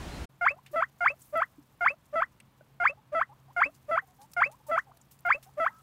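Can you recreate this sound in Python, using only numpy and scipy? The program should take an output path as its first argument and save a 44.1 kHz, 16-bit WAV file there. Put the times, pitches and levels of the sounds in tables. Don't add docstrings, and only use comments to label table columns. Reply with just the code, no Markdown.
import sys
import numpy as np
from scipy import signal
from scipy.fft import rfft, irfft
from scipy.io import wavfile
from scipy.ndimage import uniform_filter1d

SR = 44100
rng = np.random.default_rng(int(sys.argv[2]) if len(sys.argv) > 2 else 0)


def log_audio(samples):
    frames = np.atleast_2d(samples).T
    limited = np.clip(frames, -1, 1)
    pcm = np.round(limited * 32767).astype(np.int16)
    wavfile.write(sys.argv[1], SR, pcm)


N = 256662
T = np.arange(N) / SR
EDGE_HZ = 15800

# freq_hz, relative_db
RUSH_SPECTRUM = [(20, -8), (60, 6), (110, -2.5), (200, -5.5), (400, -12), (900, -14.5), (1500, -18.5),
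                 (3000, -22.5), (4200, -26), (5200, -28.5), (8000, -31.5), (11000, -38), (15000, -44)]
AIR_SPECTRUM = [(25, -22), (60, -5), (110, -5), (200, -6.5), (400, -16.5), (650, -16.5), (1000, -14.5),
                (1500, -21), (2200, -24.5), (3500, -27.5), (6000, -36.5), (10000, -38.5), (15000, -36.5)]
LEAF_SPECTRUM = [(800, -14.5), (3000, -6.5), (6000, -1.5), (9500, -4), (11000, -5), (14500, 0.5),
                 (16000, -11.5)]
# time_s, level_db
HUM_LEVELS = [(.3, -65.5), (1.3, -65), (1.9, -71.5), (3.4, -61), (4.8, -68.5), (5.8, -67.5)]
STIR_LEVELS = [(.3, -78.5), (1.3, -74.5), (3.1, -84), (3.8, -74), (5.2, -78.5), (5.8, -71)]
# freq_hz, gain_db
THROAT_RESPONSE = [(400, -15), (600, -9), (720, -10.5), (1100, 1.5), (1400, 1.5), (2080, -4), (2230, -2),
                   (2420, -12), (2600, -14), (2900, -22.5), (3300, -13), (3650, -43.5), (4250, -37),
                   (4600, -22.5), (4950, -23.5), (5220, -50.5), (6900, -26.5), (11000, -54)]
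# freq_hz, relative_db
BREATH_SPECTRUM = [(30, 2), (130, -0.5), (300, -9.5), (600, -4), (1500, -1), (2500, -8.5), (4000, -23),
                   (7000, -24), (11500, -28.5), (12500, -44.5)]
SHARP_STARTS_S = [.4097, 1.0051, 1.8066, 2.799, 3.5624, 4.3639, 5.2494]
SWELLING_STARTS_S = [.7287, 1.3241, 2.1256, 3.118, 3.8814, 4.6829, 5.5684]
# start_s, length_s, pitch_hz, end_hz, source_db
PEEP_NOTES = [(.559, 0.0377, 713.4, 1150, -44.5), (2.97, 0.034, 823, 918.8, -52),
              (3.291, 0.046, 812, 1076, -45.5), (3.48, 0.03513, 750, 1097, -46.5),
              (4.021, .03, 772.4, 755, -44.5), (4.075, 0.0573, 738, 724.9, -51),
              (4.186, 0.072, 802, 969.6, -46), (4.491, 0.06211, 806.5, 1120, -48.5),
              (4.599, 0.022, 858.1, 880, -53.5), (4.664, 0.0542, 889.3, 884.3, -48),
              (4.867, 0.038, 803, 700, -47), (4.893, 0.030714, 694, 1400, -47.5),
              (4.933, 0.046, 670, 720, -55.5), (5.461, 0.03733, 731.3, 908, -44.5),
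              (5.681, 0.03107, 850, 1145, -44.5), (5.702, 0.11225, 1300, 1295, -56.5)]
# start_s, level_db, decay_s, centre_hz, width_octaves
RUSTLE_BURSTS = [(0.661, -50, 0.012, 2479, 0.9664), (0.71, -58.5, 0.0427, 14100, 3.4),
                 (1.187, -56, 0.0878, 12900, 1.6), (1.218, -51, 0.00613, 7800, 0.465),
                 (1.372, -49.5, 0.006826, 12220, 0.8562), (2.054, -61.5, .011, 9640, 1.315),
                 (2.401, -46.5, 0.0046, 2350, 0.46), (2.401, -50.5, 0.0032, 8660, 0.244),
                 (3.745, -60, 0.01908, 6923, 1.868), (4.214, -53, 0.018, 5700, 2.094),
                 (4.315, -51.5, 0.0073, 8780, 0.68), (4.334, -43.5, 0.0043, 8693, 3.6),
                 (4.513, -54.5, 0.01464, 7200, 4.35), (4.665, -52.5, 0.02915, 11000, 2.001),
                 (4.782, -53, 0.01289, 6464, 0.68), (4.97, -53.5, 0.00529, 13000, 2.92),
                 (5.013, -51.5, 0.005526, 6934, 0.2607), (5.109, -53.5, 0.023, 14000, 2.8),
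                 (5.189, -52.5, 0.0041, 5740, 1.3), (5.206, -48, 0.00204, 14700, 0.61),
                 (5.262, -49.5, .0044, 14400, .4), (5.426, -51, 0.01986, 10770, 8.1)]
# start_s, pitch_hz, level_db, decay_s
BUMP_HITS = [(.712, 350.6, -48.5, 0.014), (1.582, 290.1, -39, 0.011), (1.61, 235, -57.5, 0.01928),
             (2.419, 213.7, -55.5, 0.028), (2.609, 599.8, -35.5, 0.003209), (2.608, 1500, -44.5, 0.0043),
             (3.655, 287.4, -40, 0.019)]

SHARP = dict(held_hz=720, top_hz=2731, hold_s=.056, length_s=.12, attack_s=.0025,
             held_db=-17.5, whistle_db=-16, fade_db_per_s=30, dip_db=6)
GRUNT = dict(length_s=.046, start_hz=559.72, end_hz=717.65, peak_db=-26, peak_s=.005,
             rise_db=29.5, fade_db_per_s=399, bend=2.9, fall_db=22.5)
COO = dict(length_s=.033, start_hz=592.3, end_hz=611, peak_db=-16.5, peak_s=.02452,
           rise_db=26, fade_db_per_s=80.5, bend=1.3, fall_db=24.5)
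CRACK = dict(length_s=.031, start_hz=635.9, end_hz=235, peak_db=-30.5, peak_s=.0013,
             rise_db=-1.5, fade_db_per_s=382, bend=.07184, fall_db=22.5)
SWELLING = dict(held_hz=679.8, top_hz=2327.8, hold_s=.065, length_s=.1, attack_s=.00075,
                held_db=-17, whistle_db=-18, fade_db_per_s=423.5, dip_db=12.5)


def amp(db):
    return 10 ** (np.asarray(db) / 20)


def unit_rms(x):
    return x / np.sqrt(np.mean(x ** 2) + 1e-20)


def bell(x, centre, width):
    return np.exp(-((x - centre) / width) ** 2)


def db_at(spectrum, hz):
    freq_hz, db = np.transpose(spectrum)
    return np.interp(np.log(hz + 1), np.log(freq_hz + 1), db)


def add(mix, start_s, sound):
    part = mix[max(round(start_s * SR), 0):][:len(sound)]
    part += sound[:len(part)]


def colour(x, spectrum):
    gain = amp(db_at(spectrum, np.fft.rfftfreq(len(x), 1 / SR)))
    return unit_rms(irfft(rfft(x) * gain, len(x)))


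def band(count, centre_hz, width_hz):
    freq_hz = np.fft.rfftfreq(N if count == N else SR // 2, 1 / SR)
    white = rng.standard_normal(2 * len(freq_hz) - 2)
    gain = np.exp(-.5 * ((freq_hz - centre_hz) / width_hz) ** 2)
    return unit_rms(irfft(rfft(white) * gain))[:count]


def rush(wash_db=-39.5, chirp_db=-56, chirp_hz=4150, chirp_s=.145, end_s=.257):
    chirp = amp(chirp_db) * band(N, chirp_hz, 130) * bell(T, chirp_s, .035)
    wash = amp(wash_db) * colour(rng.standard_normal(N), RUSH_SPECTRUM)
    return (wash + chirp) * np.clip((end_s - T) / .01, 0, 1)


def outdoor_air(level_db=-65, drift_db=.53):
    return amp(level_db + drift_db * band(N, 0, 13)) * colour(rng.standard_normal(N), AIR_SPECTRUM)


def far_hum(pitch_hz=133.3):
    return amp(np.interp(T, *np.transpose(HUM_LEVELS))) * band(N, pitch_hz, width_hz=5.1)


def leaf_snaps(per_pitch_per_s, spread_db, lowest_hz, decay_per_s=2200):
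    t, out = np.arange(200) / SR, np.zeros(N)
    for hz in np.linspace(lowest_hz, EDGE_HZ, 18):
        sizes = amp(spread_db * np.minimum(rng.exponential(1, N), 5))
        impulses = rng.standard_normal(N) * sizes * (rng.random(N) < per_pitch_per_s / SR)
        ring = np.exp(-t * decay_per_s) * np.sin(2 * np.pi * hz * t)
        out += signal.oaconvolve(impulses, ring)[:N]
    return unit_rms(out)


def stirring(snaps):
    ticks = leaf_snaps(per_pitch_per_s=25, spread_db=2.5, lowest_hz=6500)
    level_db = np.interp(T, *np.transpose(STIR_LEVELS)) + 2.5 * band(N, 0, 40)
    return amp(level_db) * (colour(snaps, LEAF_SPECTRUM) + .5 * ticks)


def voice(contour, jitter, flutter, breath_db, flutter_hz=310):
    time_s, *tracks = np.transpose(contour)
    t = np.arange(0, time_s.max(), 1 / SR)
    hz, source_db, fall_db = (uniform_filter1d(np.interp(t, time_s, c), size=70) for c in tracks)
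    hz = hz * (1 + jitter * band(len(t), 0, 120))
    phase = 2 * np.pi * np.cumsum(hz) / SR
    k = np.arange(1, 12)[:, None]
    steepness = np.interp(hz, [715, 790], [.6, 1.05])
    partials = amp(db_at(THROAT_RESPONSE, k * hz) - fall_db * (k - 1) ** steepness) * (k * hz < EDGE_HZ)
    tone = (partials * np.sin(k * phase)).sum(0)
    tone *= 1 + flutter * band(len(t), flutter_hz, 33)
    hiss = colour(rng.standard_normal(len(t)), BREATH_SPECTRUM)
    breath = amp(breath_db) * np.tanh(amp(source_db + 24)) * hiss
    gate = np.clip(t / .003, 0, 1) * np.clip((time_s.max() - t) / .0044, 0, 1)
    return (amp(source_db) * tone + breath) * gate


def squeak_pitch_hz(t, held_hz, top_hz, hold_s):
    sag_hz_per_s, step_hz, step_lead_s, step_s = 850, 90, .0155, .0045
    bend_s, climb_s = .0046, .016
    step = .5 + .5 * np.tanh((t - hold_s + step_lead_s) / step_s)
    low_hz = held_hz - sag_hz_per_s * np.minimum(t, hold_s) + step_hz * step
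    since_hold_s = bend_s * np.logaddexp(0, (t - hold_s) / bend_s)
    return top_hz - (top_hz - low_hz) * np.exp(-since_hold_s / climb_s)


def squeak(held_hz, top_hz, hold_s, length_s, attack_s, held_db, whistle_db, fade_db_per_s, dip_db):
    thin_hz, flip_hz, pop_hz, surge_hz, bright_hz = 880, 1068.9, 1170, 2130, 2400
    reed_fall_db, thin_fall_db, whistle_fall_db = 9.5, 1, 10
    crest_s, release_s = .028774, .018
    t = np.arange(0, length_s, 1 / SR)
    hz = squeak_pitch_hz(t, held_hz, top_hz, hold_s)
    thin = bell(hz, thin_hz, 140)
    whistle = .5 + .5 * np.tanh((hz - flip_hz) / 60)
    slack = np.minimum((t / crest_s - 1) ** 2, 1)
    pop_db = 3.5 * bell(hz, pop_hz, 70)
    surge_db = 3 * bell(hz, surge_hz, 130)
    purity_db = 5 * (1 - bell(hz, bright_hz, 130)) * (hz > surge_hz - 130)
    attack_db = 20 * np.log10(1 - np.exp(-(t + 1 / SR) / attack_s))
    release_db = 34.5 * np.clip(1 - (length_s - t) / release_s, 0, 1) ** 2
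    source_db = (1 - whistle) * (held_db - 2 * slack)
    source_db += whistle * (whistle_db - fade_db_per_s * (t - hold_s))
    source_db += attack_db - dip_db * thin + pop_db + surge_db - release_db
    fall_db = (1 - whistle) * (reed_fall_db + .95 * slack) + whistle * whistle_fall_db
    fall_db += thin * (thin_fall_db - fall_db) + surge_db + purity_db + release_db
    return np.c_[t, hz, source_db, fall_db]


def note(length_s, start_hz, end_hz, peak_db, peak_s, rise_db, fade_db_per_s, bend, fall_db):
    t = np.arange(0, length_s, 1 / SR)
    hz = start_hz + (end_hz - start_hz) * (t / length_s) ** bend
    onset_db = rise_db * np.maximum(1 - t / peak_s, 0) ** 2
    fade_db = fade_db_per_s * np.maximum(t - peak_s, 0)
    return np.c_[t, hz, peak_db - onset_db - fade_db, np.full(len(t), fall_db)]


def sharp_squeaks(grunt_delay_s=.0945):
    out = np.zeros(N)
    for start_s in SHARP_STARTS_S:
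        add(out, start_s, voice(squeak(**SHARP), jitter=.002, flutter=.045, breath_db=-50))
        add(out, start_s + grunt_delay_s, voice(note(**GRUNT), jitter=.008, flutter=.072, breath_db=-65))
    return out


def peeps():
    out = np.zeros(N)
    for start_s, length_s, pitch_hz, end_hz, source_db in PEEP_NOTES:
        contour = note(length_s, pitch_hz, end_hz, source_db, peak_s=.24 * length_s,
                       rise_db=6, fade_db_per_s=6 / length_s, bend=3.2, fall_db=30)
        add(out, start_s, voice(contour, jitter=.025, flutter=.25, breath_db=-70))
    return out


def rustles(snaps):
    t, out = np.arange(SR // 3) / SR, np.zeros(N)
    grid_hz = np.geomspace(200, SR / 2, 40)
    for start_s, level_db, decay_s, centre_hz, width_octaves in RUSTLE_BURSTS:
        detuning = 2 * np.log2(grid_hz / centre_hz) / width_octaves
        resonance = np.c_[grid_hz, -14 * np.log10(1 + detuning ** 2)]
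        envelope = amp(level_db) * (1 - np.exp(-t / (.15 * decay_s))) * np.exp(-t / decay_s)
        crush = snaps[rng.integers(N - len(t)):][:len(t)]
        add(out, start_s, envelope * colour(crush, resonance))
    return out


def bumps(attack_s=.004):
    t, out = np.arange(SR // 5) / SR, np.zeros(N)
    for start_s, pitch_hz, level_db, decay_s in BUMP_HITS:
        envelope = amp(level_db) * (1 - np.exp(-t / attack_s)) * np.exp(-t / decay_s)
        add(out, start_s, envelope * np.sin(2 * np.pi * pitch_hz * t))
    return out


def swelling_squeaks(coo_lead_s=.029):
    out = np.zeros(N)
    for start_s in SWELLING_STARTS_S:
        break_s = start_s + coo_lead_s
        add(out, start_s, voice(note(**COO), jitter=.006, flutter=.027, breath_db=-52.5))
        add(out, break_s, voice(note(**CRACK), jitter=.017, flutter=.11, breath_db=-55))
        add(out, break_s, voice(squeak(**SWELLING), jitter=.0015, flutter=.015, breath_db=-50))
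    return out


def ground_scatter(x, send_db=-15, t60_s=.062, cutoff_hz=2400, echoes_per_s=2500):
    t = np.arange(SR // 3) / SR
    taps = rng.standard_normal(len(t)) * (rng.random(len(t)) < echoes_per_s / SR)
    taps *= (t > .003) * amp(-60 * t / t60_s)
    lowpass = signal.butter(2, cutoff_hz, fs=SR, output="sos")
    tail = signal.sosfilt(lowpass, taps / np.linalg.norm(taps))
    return x + amp(send_db) * signal.oaconvolve(x, tail)[:N]


def scene():
    calls = ground_scatter(sharp_squeaks() + swelling_squeaks() + peeps())
    opening = rush()
    snaps = leaf_snaps(per_pitch_per_s=850, spread_db=2.3, lowest_hz=1000)
    litter = stirring(snaps) + rustles(snaps) + bumps()
    fade_in = np.clip((T - .29) / .008, 0, 1)
    return (opening + fade_in * (calls + litter + outdoor_air() + far_hum()))[None]


def record(dry):
    lowpass = signal.firwin(511, EDGE_HZ, window=("kaiser", 9), fs=SR)
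    return signal.oaconvolve(dry, lowpass[None], "same")


dry = scene()
out = record(dry)
log_audio(out)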